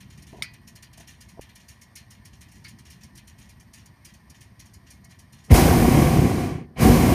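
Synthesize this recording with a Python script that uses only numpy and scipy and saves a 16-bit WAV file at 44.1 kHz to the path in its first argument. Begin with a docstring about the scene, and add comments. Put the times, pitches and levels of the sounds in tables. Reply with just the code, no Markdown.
"""A hot-air balloon's propane burner lights with a whump, roars, dies away and is opened again.
Its turbulent jet hisses and its unsteady flame rumbles; both follow the flow through the valve and fade
as the line empties. Before it lights, the pilot flame rumbles softly and spits as drops flash to gas,
a metal fitting clacks and a hand bumps the microphone. All is heard from the basket, in still air."""
import sys
import numpy as np
from scipy import signal
from scipy.fft import rfft, irfft
from scipy.io import wavfile
from scipy.ndimage import uniform_filter1d

SR = 44100
rng = np.random.default_rng(int(sys.argv[2]) if len(sys.argv) > 2 else 0)


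def generate_wav(sig):
    """Save sig (samples, or channels by samples) to the path in sys.argv[1] as 16-bit PCM at SR."""
    pcm = np.round(np.clip(np.atleast_2d(sig).T, -1, 1) * 32767).astype(np.int16)
    wavfile.write(sys.argv[1], SR, pcm)


N = 314854


def from_db(db):
    """Amplitude ratio of a level in decibels."""
    return 10 ** (np.asarray(db) / 20)


def rms_one(x):
    """Normalisation to unit power."""
    return x / np.sqrt(np.mean(x ** 2) + 1e-20)


def seconds():
    """The time of every sample."""
    return np.arange(N) / SR


def reflections(echo_db, count=30):
    """Interference: echoes between can, coil and frame carve a fine ripple into the spectrum."""
    paths = np.zeros(N)
    echoes = from_db(echo_db) * rng.choice([-1, 1], count) / np.sqrt(count)
    delays_s = rng.uniform(.002, .022, count)
    paths[(delays_s * SR).astype(int)] = echoes
    paths[0] = 1
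    return rfft(paths)


def noise(spectrum, resonances=(), echo_db=-60):
    """Source and filter: broadband noise shaped by a spectrum, resonances and echoes; unit power."""
    hz = np.maximum(np.arange(N // 2 + 1) * SR / N, 1)
    knots, levels = np.transpose(spectrum)
    octaves_outside = np.abs(np.log2(hz / np.clip(hz, knots[0], knots[-1])))
    db = np.interp(np.log(hz), np.log(knots), levels) - 30 * octaves_outside
    for centre, width, lift in resonances:
        db = db + lift / (1 + (2 * (hz - centre) / width) ** 2)
    return rms_one(irfft(rfft(rng.standard_normal(N)) * from_db(db) * reflections(echo_db), N))


def flutter(rate_hz, spread):
    """Random modulation of unit power around one rate; spread is its width in log frequency."""
    hz = np.maximum(np.arange(N // 2 + 1) * SR / N, .01)
    band = np.exp(-(np.log(hz / rate_hz) / spread) ** 2)
    return rms_one(irfft(rfft(rng.standard_normal(N)) * band, N))


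def evened(x, window_s):
    """Division by the running rms steadies the slow level of a noise and keeps its fast grain."""
    return x / np.sqrt(uniform_filter1d(x ** 2, int(window_s * SR)) + 1e-9)


def puffs(rows, rise_s):
    """Envelope of linear rise and exponential decay for bursts (time [s], level [dB], t60 [s])."""
    out = np.zeros(N)
    for start, db, t60 in rows:
        first = max(int(start * SR), 0)
        age = np.arange(min(int((rise_s + t60) * SR), N - first)) / SR
        decay_db = 60 * np.maximum(age - rise_s, 0) / t60
        out[first:first + len(age)] += np.minimum(age / rise_s, 1) * from_db(db - decay_db)
    return out


def struck(hits, modes):
    """Modal superposition: each impulse sets every mode ringing as a damped sinusoid."""
    impulses, out = np.zeros(N), np.zeros(N)
    for s, db in hits:
        impulses[int(s * SR)] = from_db(db)
    for k, (hz, mode_db, t60) in enumerate(modes):
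        radius, angle = np.exp(-np.log(1000) / (t60 * SR)), 2 * np.pi * hz / SR
        feedback = [1, -2 * radius * np.cos(angle), radius ** 2]
        ring = signal.lfilter([0, np.sin(angle)], feedback, impulses + 1e-18)
        out += (-1) ** k * from_db(mode_db) * ring
    return out


def whistle(centre_hz=12300, width_hz=140, level_db=-24, swell_db=4):
    """Narrowband noise: the pilot's orifice sings a faint breathy note that comes and goes."""
    peak = signal.iirpeak(centre_hz, centre_hz / width_hz, fs=SR)
    note = rms_one(signal.lfilter(*peak, signal.lfilter(*peak, rng.standard_normal(N))))
    return from_db(level_db + swell_db * flutter(0.98, spread=0.66)) * note


VALVE_OPEN_S = 5.496  # the burner lights; from here the pilot's hiss is quieter and no sputter starts
# spectra of the pilot's flame and of its gas hiss: (frequency [Hz], relative level [dB])
PILOT_RUMBLE = [(15, -58), (25, -57), (41, -12), (65, -0.5), (134, -3.5), (156, -6.5), (216, -7),
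                (303, -20), (343, -19), (500, -37.5), (650, -43), (1100, -120)]
PILOT_HISS = [(300, -8), (450, -1), (560, -1), (720, 4), (850, 1), (1020, 6.5), (1350, -5.5), (1880, 1),
              (2500, -10), (5800, -12.5), (7600, -24), (9100, -8), (10800, -24.5), (12400, -14),
              (15000, -23)]
# size of the pilot flame, heard in its rumble: (time [s], relative level [dB])
PILOT_SIZE = [(0.0, -48), (0.33, -51.5), (0.63, -53), (1.8, -57), (2.78, -52), (4.35, -56), (4.72, -53),
              (5.17, -54.5), (5.4, -55.5)]


def pilot_flame(tube, rumble_db=2.0, hiss_db=-62.5, flicker_db=1.8, waver_db=0.55, hiss_drop_db=-5.0):
    """Combustion noise: a small flame flickers; its thin hiss is heard quieter once the burner lights."""
    size_db = np.interp(seconds(), *np.transpose(PILOT_SIZE))
    waver = waver_db * flutter(14, spread=0.95)
    hiss_gain = from_db(hiss_db + waver + hiss_drop_db * (seconds() > VALVE_OPEN_S))
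    rumble_gain = from_db(size_db + rumble_db + flicker_db * flutter(12.3, spread=0.67))
    rumble = rumble_gain * noise(PILOT_RUMBLE)
    return rumble + hiss_gain * (noise(PILOT_HISS, tube, echo_db=-9) + whistle())


def sputters(per_s=3.4, level_db=-47, spread_db=3, t60=0.23, count=40):
    """Jittered pulse train: envelope of the smallest drops, which come until the burner lights."""
    jitter, strength = rng.uniform(-0.83, 1, (count, 2)).T
    starts = (np.arange(count) + .5 + .5 * jitter) / per_s
    levels = level_db + spread_db * strength
    return puffs([(s, db, t60) for s, db in zip(starts, levels) if s < VALVE_OPEN_S], rise_s=0.0088)


# spits of the pilot jet: (time [s], relative level [dB], t60 of the middle band [s], dull share [dB])
SPITS = [(0.0064, -43, 0.16, -5), (0.1034, -44.5, 0.11, -8.5), (0.178, -46.5, 0.17, -8),
         (0.2239, -42, 0.1, -16), (0.2695, -46, 0.43, -6), (0.5377, -42.5, 0.09, -7),
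         (0.6779, -39, 0.096, -18), (0.757, -38.5, 0.11, -10), (0.827, -37.5, 0.12, -9),
         (0.933, -43, 0.091, -8.5), (0.9766, -39, 0.092, -13), (1.002, -40.5, 0.15, -8.5),
         (1.076, -40.5, 0.27, -10), (1.2087, -38.5, 0.1, -17), (1.289, -44, 0.19, -12),
         (1.4128, -38.5, 0.16, -7.5), (1.493, -49, 0.12, -3), (1.5564, -38.5, 0.12, -13),
         (1.6858, -39.5, 0.23, -11.5), (1.8157, -39.5, 0.14, -18), (1.9576, -32.5, 0.14, -14),
         (2.1066, -41, 0.2, -9.5), (2.2534, -39, 0.14, -13), (2.4117, -40.5, 0.16, -9),
         (2.486, -51, 0.15, -12), (2.5177, -46.5, 0.3, -17), (2.6444, -41.5, 0.15, -15),
         (2.6833, -39, 0.15, -14), (2.7887, -43.5, 0.13, -11), (2.854, -46.5, 0.11, -6),
         (2.9038, -39, 0.21, -11.5), (3.035, -41, 0.1, -15), (3.155, -41, 0.11, -16),
         (3.1754, -39.5, 0.11, -9.5), (3.2755, -40, 0.16, -11), (3.3844, -45.5, 0.33, -10),
         (3.4936, -42.5, 0.11, -12), (3.6002, -44.5, 0.15, -17), (3.7363, -38, 0.19, -11),
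         (3.86, -41.5, 0.082, -17), (4.0502, -36, 0.14, -12.5), (4.1405, -45, 0.11, -13),
         (4.3006, -40, 0.092, -15), (4.4098, -42, 0.19, -11.5), (4.5974, -40.5, 0.094, -17),
         (4.6576, -47, 0.16, -14), (4.7381, -41.5, 0.13, -22), (4.906, -39.5, 0.17, -17),
         (5.0454, -42.5, 0.077, -25), (5.111, -47, 0.12, -6), (5.1916, -42, 0.15, -17.5),
         (5.3273, -44, 0.2, -9), (5.441, -47, 0.43, -15)]
# spectra of a spit's three bands: (frequency [Hz], relative level [dB])
SPIT_DULL = [(1200, -13), (1650, -2), (2000, -0.5), (2400, -4), (2700, -1.5), (3100, -0.5), (3600, -3.5),
             (4300, -6), (5500, -35)]
SPIT_MIDDLE = [(3200, -25), (4200, -7.5), (5000, -5), (5700, 2), (6700, 0.5), (7400, -5), (8000, -16),
               (9500, -54)]
SPIT_TOP = [(6800, -15), (8200, -2), (9400, 2), (10500, -1), (11500, -5), (13000, -5), (15000, -10.5)]


def pilot_spits(tube, lead_s=0.0048, usual_db=-41, top_growth=0.072, fizz_db=1.64):
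    """Flash evaporation: propane drops burst into gas; the dull band swells later and lingers."""
    s, db, t60, dull_share_db = np.transpose(SPITS)
    onset = s - lead_s
    weak = sputters()
    brighter_db = top_growth * (db - usual_db)  # a harder spit has more treble
    dull = puffs(zip(onset, db + dull_share_db - 6.5, t60 * 1.9), rise_s=0.01)
    middle = puffs(zip(onset, db - 13.5, t60), rise_s=0.0057)
    top = puffs(zip(onset, db - 13.5 + brighter_db, t60 * 0.78), rise_s=0.0078)
    bands = [(dull + from_db(-15.0) * weak) * noise(SPIT_DULL, tube, echo_db=4.0),
             (middle + from_db(-14.5) * weak) * noise(SPIT_MIDDLE, tube, echo_db=-2.5),
             (top + from_db(-21.0) * weak) * noise(SPIT_TOP, echo_db=1)]
    return sum(band * from_db(fizz_db * flutter(61, spread=1.3)) for band in bands)


# narrow resonances of the pilot's tube: (frequency [Hz], gain [dB])
TUBE_MODES = [(1690, 1.5), (1790, 8), (1920, 7), (2170, 11), (2380, 9.5), (2530, 7), (2990, 7), (3110, 6),
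              (4220, 8), (4495, 9.5), (4800, 11.5), (5130, 8), (5400, 2), (5520, 8.5), (5800, 8.5),
              (6000, -7.5), (6330, 8.5), (6790, 7)]


def tube_ring(ring_db=-34.5, t60=0.11, scatter_db=3.5, max_delay_s=.012):
    """Modal excitation: each spit shakes the tube's modes in its own mix, so every tick has its colour."""
    s, db = np.transpose(SPITS)[:2]
    scatter = scatter_db * np.clip(rng.standard_normal((len(s), len(TUBE_MODES))), -2, 2)
    levels = db[:, None] + ring_db + scatter
    starts = s[:, None] + max_delay_s * rng.random(levels.shape)
    return sum(struck(zip(starts[:, k], levels[:, k]), [(hz, gain_db, t60)])
               for k, (hz, gain_db) in enumerate(TUBE_MODES))


# impact on the metal fitting: (time [s], level [dB])
CLACK = [(0.4222, -24)]
# modes of the fitting: (frequency [Hz], gain [dB], t60 [s])
FITTING_MODES = [(1300, -16, 0.064), (1980, -18, 0.35), (2120, 7.5, 0.016), (2290, 2.5, 0.025),
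                 (2490, -21, 0.36), (3070, -6.5, 0.026), (3360, -3, 0.02), (3730, 3, 0.019),
                 (4400, -15, 0.089), (4791, -9, 0.1), (5400, -12, 0.088), (6770, -19, 0.046),
                 (8800, -8.5, 0.061), (10800, -33, .05)]


def fitting(crack_db=-14.0, crack_t60=0.076):
    """Impact of metal on metal: a broadband crack and the free vibration of the fitting."""
    s, db = CLACK[0]
    envelope = puffs([(s, db + crack_db, crack_t60)], rise_s=0.0023)
    crack = envelope * (noise(SPIT_MIDDLE, echo_db=-9) + noise(SPIT_TOP, echo_db=-11))
    return struck(CLACK, FITTING_MODES) + crack


# ringing of the frame after the clack and two spits: (time [s], level [dB], t60 [s])
FRAME_RINGS = [(0.4222, -37, 0.23), (1.960, -55, 0.23), (2.645, -42.5, 0.19)]
# spectrum of the frame's two clusters of modes: (frequency [Hz], relative level [dB])
FRAME_SPECTRUM = [(1300, -10), (1750, -3), (1950, -5), (2250, 2), (2600, -7), (3700, -10), (4400, -1),
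                  (4750, -5), (5300, -15), (6500, -22)]


def frame(tube):
    """Modal overlap: many close modes of the burner frame blur into a short metallic tail."""
    return puffs(FRAME_RINGS, rise_s=0.0046) * noise(FRAME_SPECTRUM, tube)


# fingers rubbing the microphone's case: (time [s], level [dB], t60 [s])
RUBS = [(0.328, -39.5, 0.083), (0.345, -46, 0.14), (0.382, -42.5, 0.08), (0.408, -44.5, 0.12),
        (0.975, -52.5, 0.18), (1.002, -50.5, 0.055), (1.372, -48, .06), (1.382, -48, 0.037)]
# spectrum of the rubbing: (frequency [Hz], relative level [dB])
RUB_SPECTRUM = [(130, 6.5), (250, -4), (400, -3.5), (530, -13), (680, 3.5), (820, -13), (970, -2.5),
                (1200, -35), (1800, -35)]
# bump of the hand on the case: (time [s], level [dB])
BUMP = [(1.3932, -23.5)]
# damped modes of the case: (frequency [Hz], gain [dB], t60 [s])
CASE_MODES = [(140, -14, .03), (272, -22, 0.012), (400, 6.5, 0.0058), (595, 3, 0.0085), (880, -11, 0.012)]


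def hand():
    """Structure-borne sound: friction and one bump on the microphone's case give dull scuffs and a thud."""
    return puffs(RUBS, rise_s=0.0025) * noise(RUB_SPECTRUM) + struck(BUMP, CASE_MODES)


# flares that run ahead of the fireball: (time [s], level [dB], t60 [s])
FLARES = [(5.478, -43, 0.25), (5.502, -13, 0.06)]


def flame_front():
    """Deflagration: gas catches at the pilot with a short broadband flare."""
    spectrum = [(150, 6.5), (300, -6), (520, -7), (750, -14.0), (2200, -28)]
    return puffs(FLARES, rise_s=0.013) * noise(spectrum)


def ignition(start_s=5.502, first_hz=182, last_hz=57, grow_s=0.0198, level_db=2.5, t60=0.056):
    """Monopole radiation: the fireball's pulsation slows as it grows, a whump of falling pitch."""
    age = np.maximum(seconds() - start_s, 0)
    hz = last_hz + (first_hz - last_hz) * np.exp(-(age / grow_s) ** 2)
    envelope = puffs([(start_s, level_db, t60)], rise_s=0.031)
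    return envelope * np.sin(2 * np.pi * np.cumsum(hz * (age > 0)) / SR)


HOLD_S, SAG_DB_PER_S, DRAIN_S = 0.53, 20.5, 0.225  # pressure holds, then sags; the shut line drains
# pulls on the valve; each voice of the burner scales the surge and its time to crest:
# (opening time [s], rise time [s], closing time [s], base surge [dB], base time to crest [s])
BLASTS = [(5.494, 0.027, 6.441, 8.0, 0.063), (6.756, 0.074, 7.2, 4.5, 0.062)]


def valve_gain(level_db, steepness, surge_share, slowness, opening_curve=1.19):
    """Power law: a voice's gain is a power of the flow, times a pressure that surges, holds and sags."""
    out = np.zeros(N)
    for opens, rise, shuts, surge_db, crest_s in BLASTS:
        age = np.maximum(seconds() - opens, 0)
        opening = np.minimum(age / rise, 1) ** opening_curve
        flow = opening * np.clip(1 - (seconds() - shuts) / DRAIN_S, 0, 1)
        swell = age / (crest_s * slowness)
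        swell_db = surge_share * surge_db * swell * np.exp(1 - swell)
        sag_db = SAG_DB_PER_S * np.maximum(age - HOLD_S, 0)
        out += flow ** steepness * from_db(level_db + swell_db - sag_db)
    return out


# resonances and notches of the burner can: (frequency [Hz], bandwidth [Hz], gain [dB])
CAN_RESONANCES = [(150, 73, -1), (239, 30, 6.5), (480, 17, 3), (566, 95, -2.5), (740, 99, 6),
                  (880, 42, -11), (943, 190, 4), (1360, 73, 4), (1440, 220, -2), (1670, 21, 3),
                  (2900, 25, 5.5), (4040, 23, 9), (6800, 39, -7), (7600, 510, -3), (10450, 300, -1)]
# spectrum of the gas jet: (frequency [Hz], relative level [dB])
JET_SPECTRUM = [(2120, 4.5), (3600, -1), (4280, -0.5), (4970, 2), (5670, 1.5), (6980, 1), (7690, -1),
                (9470, 2), (10500, -0.5), (14000, 0), (15000, -2.5)]


def gas_jet(treble_hz=9500, full_db=-32, dulling=0.67):
    """Turbulent jet noise: a slower jet hisses lower, so its treble fades first as the pressure drops."""
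    gain = valve_gain(level_db=-32.5, steepness=1.53, surge_share=1.13, slowness=0.98)
    hiss = noise(JET_SPECTRUM, CAN_RESONANCES, echo_db=-18.5)
    treble = signal.sosfiltfilt(signal.butter(2, treble_hz, "high", fs=SR, output="sos"), hiss)
    brightness = np.minimum(gain / from_db(full_db), 1) ** dulling
    return gain * (hiss - (1 - brightness) * treble)


# billows of the flame: (time [s], rise of the rumble [dB], half-width [s])
BILLOWS = [(5.982, 3, 0.019), (6.184, 5.5, 0.018), (6.246, 6, 0.022), (6.888, 7, 0.046)]
# spectra of the flame's rumble and roar and of the nozzle's rasp: (frequency [Hz], relative level [dB])
RUMBLE_SPECTRUM = [(15, -48), (25, -31.5), (60, -2.5), (113, -5), (146, 2), (205, -9), (249, -7.5),
                   (321, -10), (362, -8.5), (429, -19), (450, -14), (580, -47), (990, -120)]
ROAR_SPECTRUM = [(380, -2), (460, 3), (520, 9.5), (600, 2.5), (720, 5), (880, 0), (990, -1.5), (1130, 1.5),
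                 (1300, -10.5), (1500, -4.5), (1800, -8.5), (2300, -40)]
RASP_SPECTRUM = [(1550, -20), (1850, 1.5), (2150, 4.5), (2450, 2), (2700, -5.5), (3150, -4), (3600, -16.5),
                 (4200, -12)]


def burner(rumble_throb_db=1.58, roar_throb_db=1.0, crackle_db=-0.9, billow_roar_share=0.19):
    """Turbulent combustion: the flame throbs and crackles over the jet, and murmurs on between blasts."""
    billow = sum(lift_db * np.exp(-((seconds() - s) / width) ** 2) for s, lift_db, width in BILLOWS)
    throb = flutter(34.5, spread=0.24)
    crackle = crackle_db * flutter(220, spread=0.87)
    murmur = from_db(-63) * (seconds() > VALVE_OPEN_S)
    rumble = valve_gain(level_db=-16.0, steepness=0.78, surge_share=0.085, slowness=2.0, opening_curve=2.2)
    rumble = (rumble + from_db(13) * murmur) * from_db(billow + rumble_throb_db * throb)
    roar = valve_gain(level_db=-26.0, steepness=1.25, surge_share=0.69, slowness=1.39)
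    roar = (roar + murmur) * from_db(billow_roar_share * billow + roar_throb_db * throb + crackle)
    rasp = valve_gain(level_db=-35.5, steepness=0.7, surge_share=0.72, slowness=0.74) * from_db(crackle)
    return (rumble * evened(noise(RUMBLE_SPECTRUM, CAN_RESONANCES), window_s=.05)
            + roar * noise(ROAR_SPECTRUM, CAN_RESONANCES)
            + rasp * noise(RASP_SPECTRUM, CAN_RESONANCES, echo_db=-11.0)
            + gas_jet())


def scene(tube_width_hz=45):
    """Superposition in a free field: every source is within arm's reach, with open sky all round."""
    tube = [(hz, tube_width_hz, gain_db) for hz, gain_db in TUBE_MODES]
    pilot = pilot_flame(tube) + pilot_spits(tube) + tube_ring()
    handling = fitting() + frame(tube) + hand()
    return (pilot + handling + flame_front() + ignition() + burner())[None]


def record(dry, low_hz=24, high_hz=15000, ceiling=.74):
    """Band limiting and saturation: the small microphone loses deep bass and top, and rounds off peaks."""
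    thinned = signal.sosfilt(signal.butter(2, low_hz, "high", fs=SR, output="sos"), dry)
    rounded = thinned / (1 + (thinned / ceiling) ** 6) ** (1 / 6)
    return signal.sosfilt(signal.ellip(12, .1, 80, high_hz, fs=SR, output="sos"), rounded)


dry = scene()
out = record(dry)
generate_wav(out)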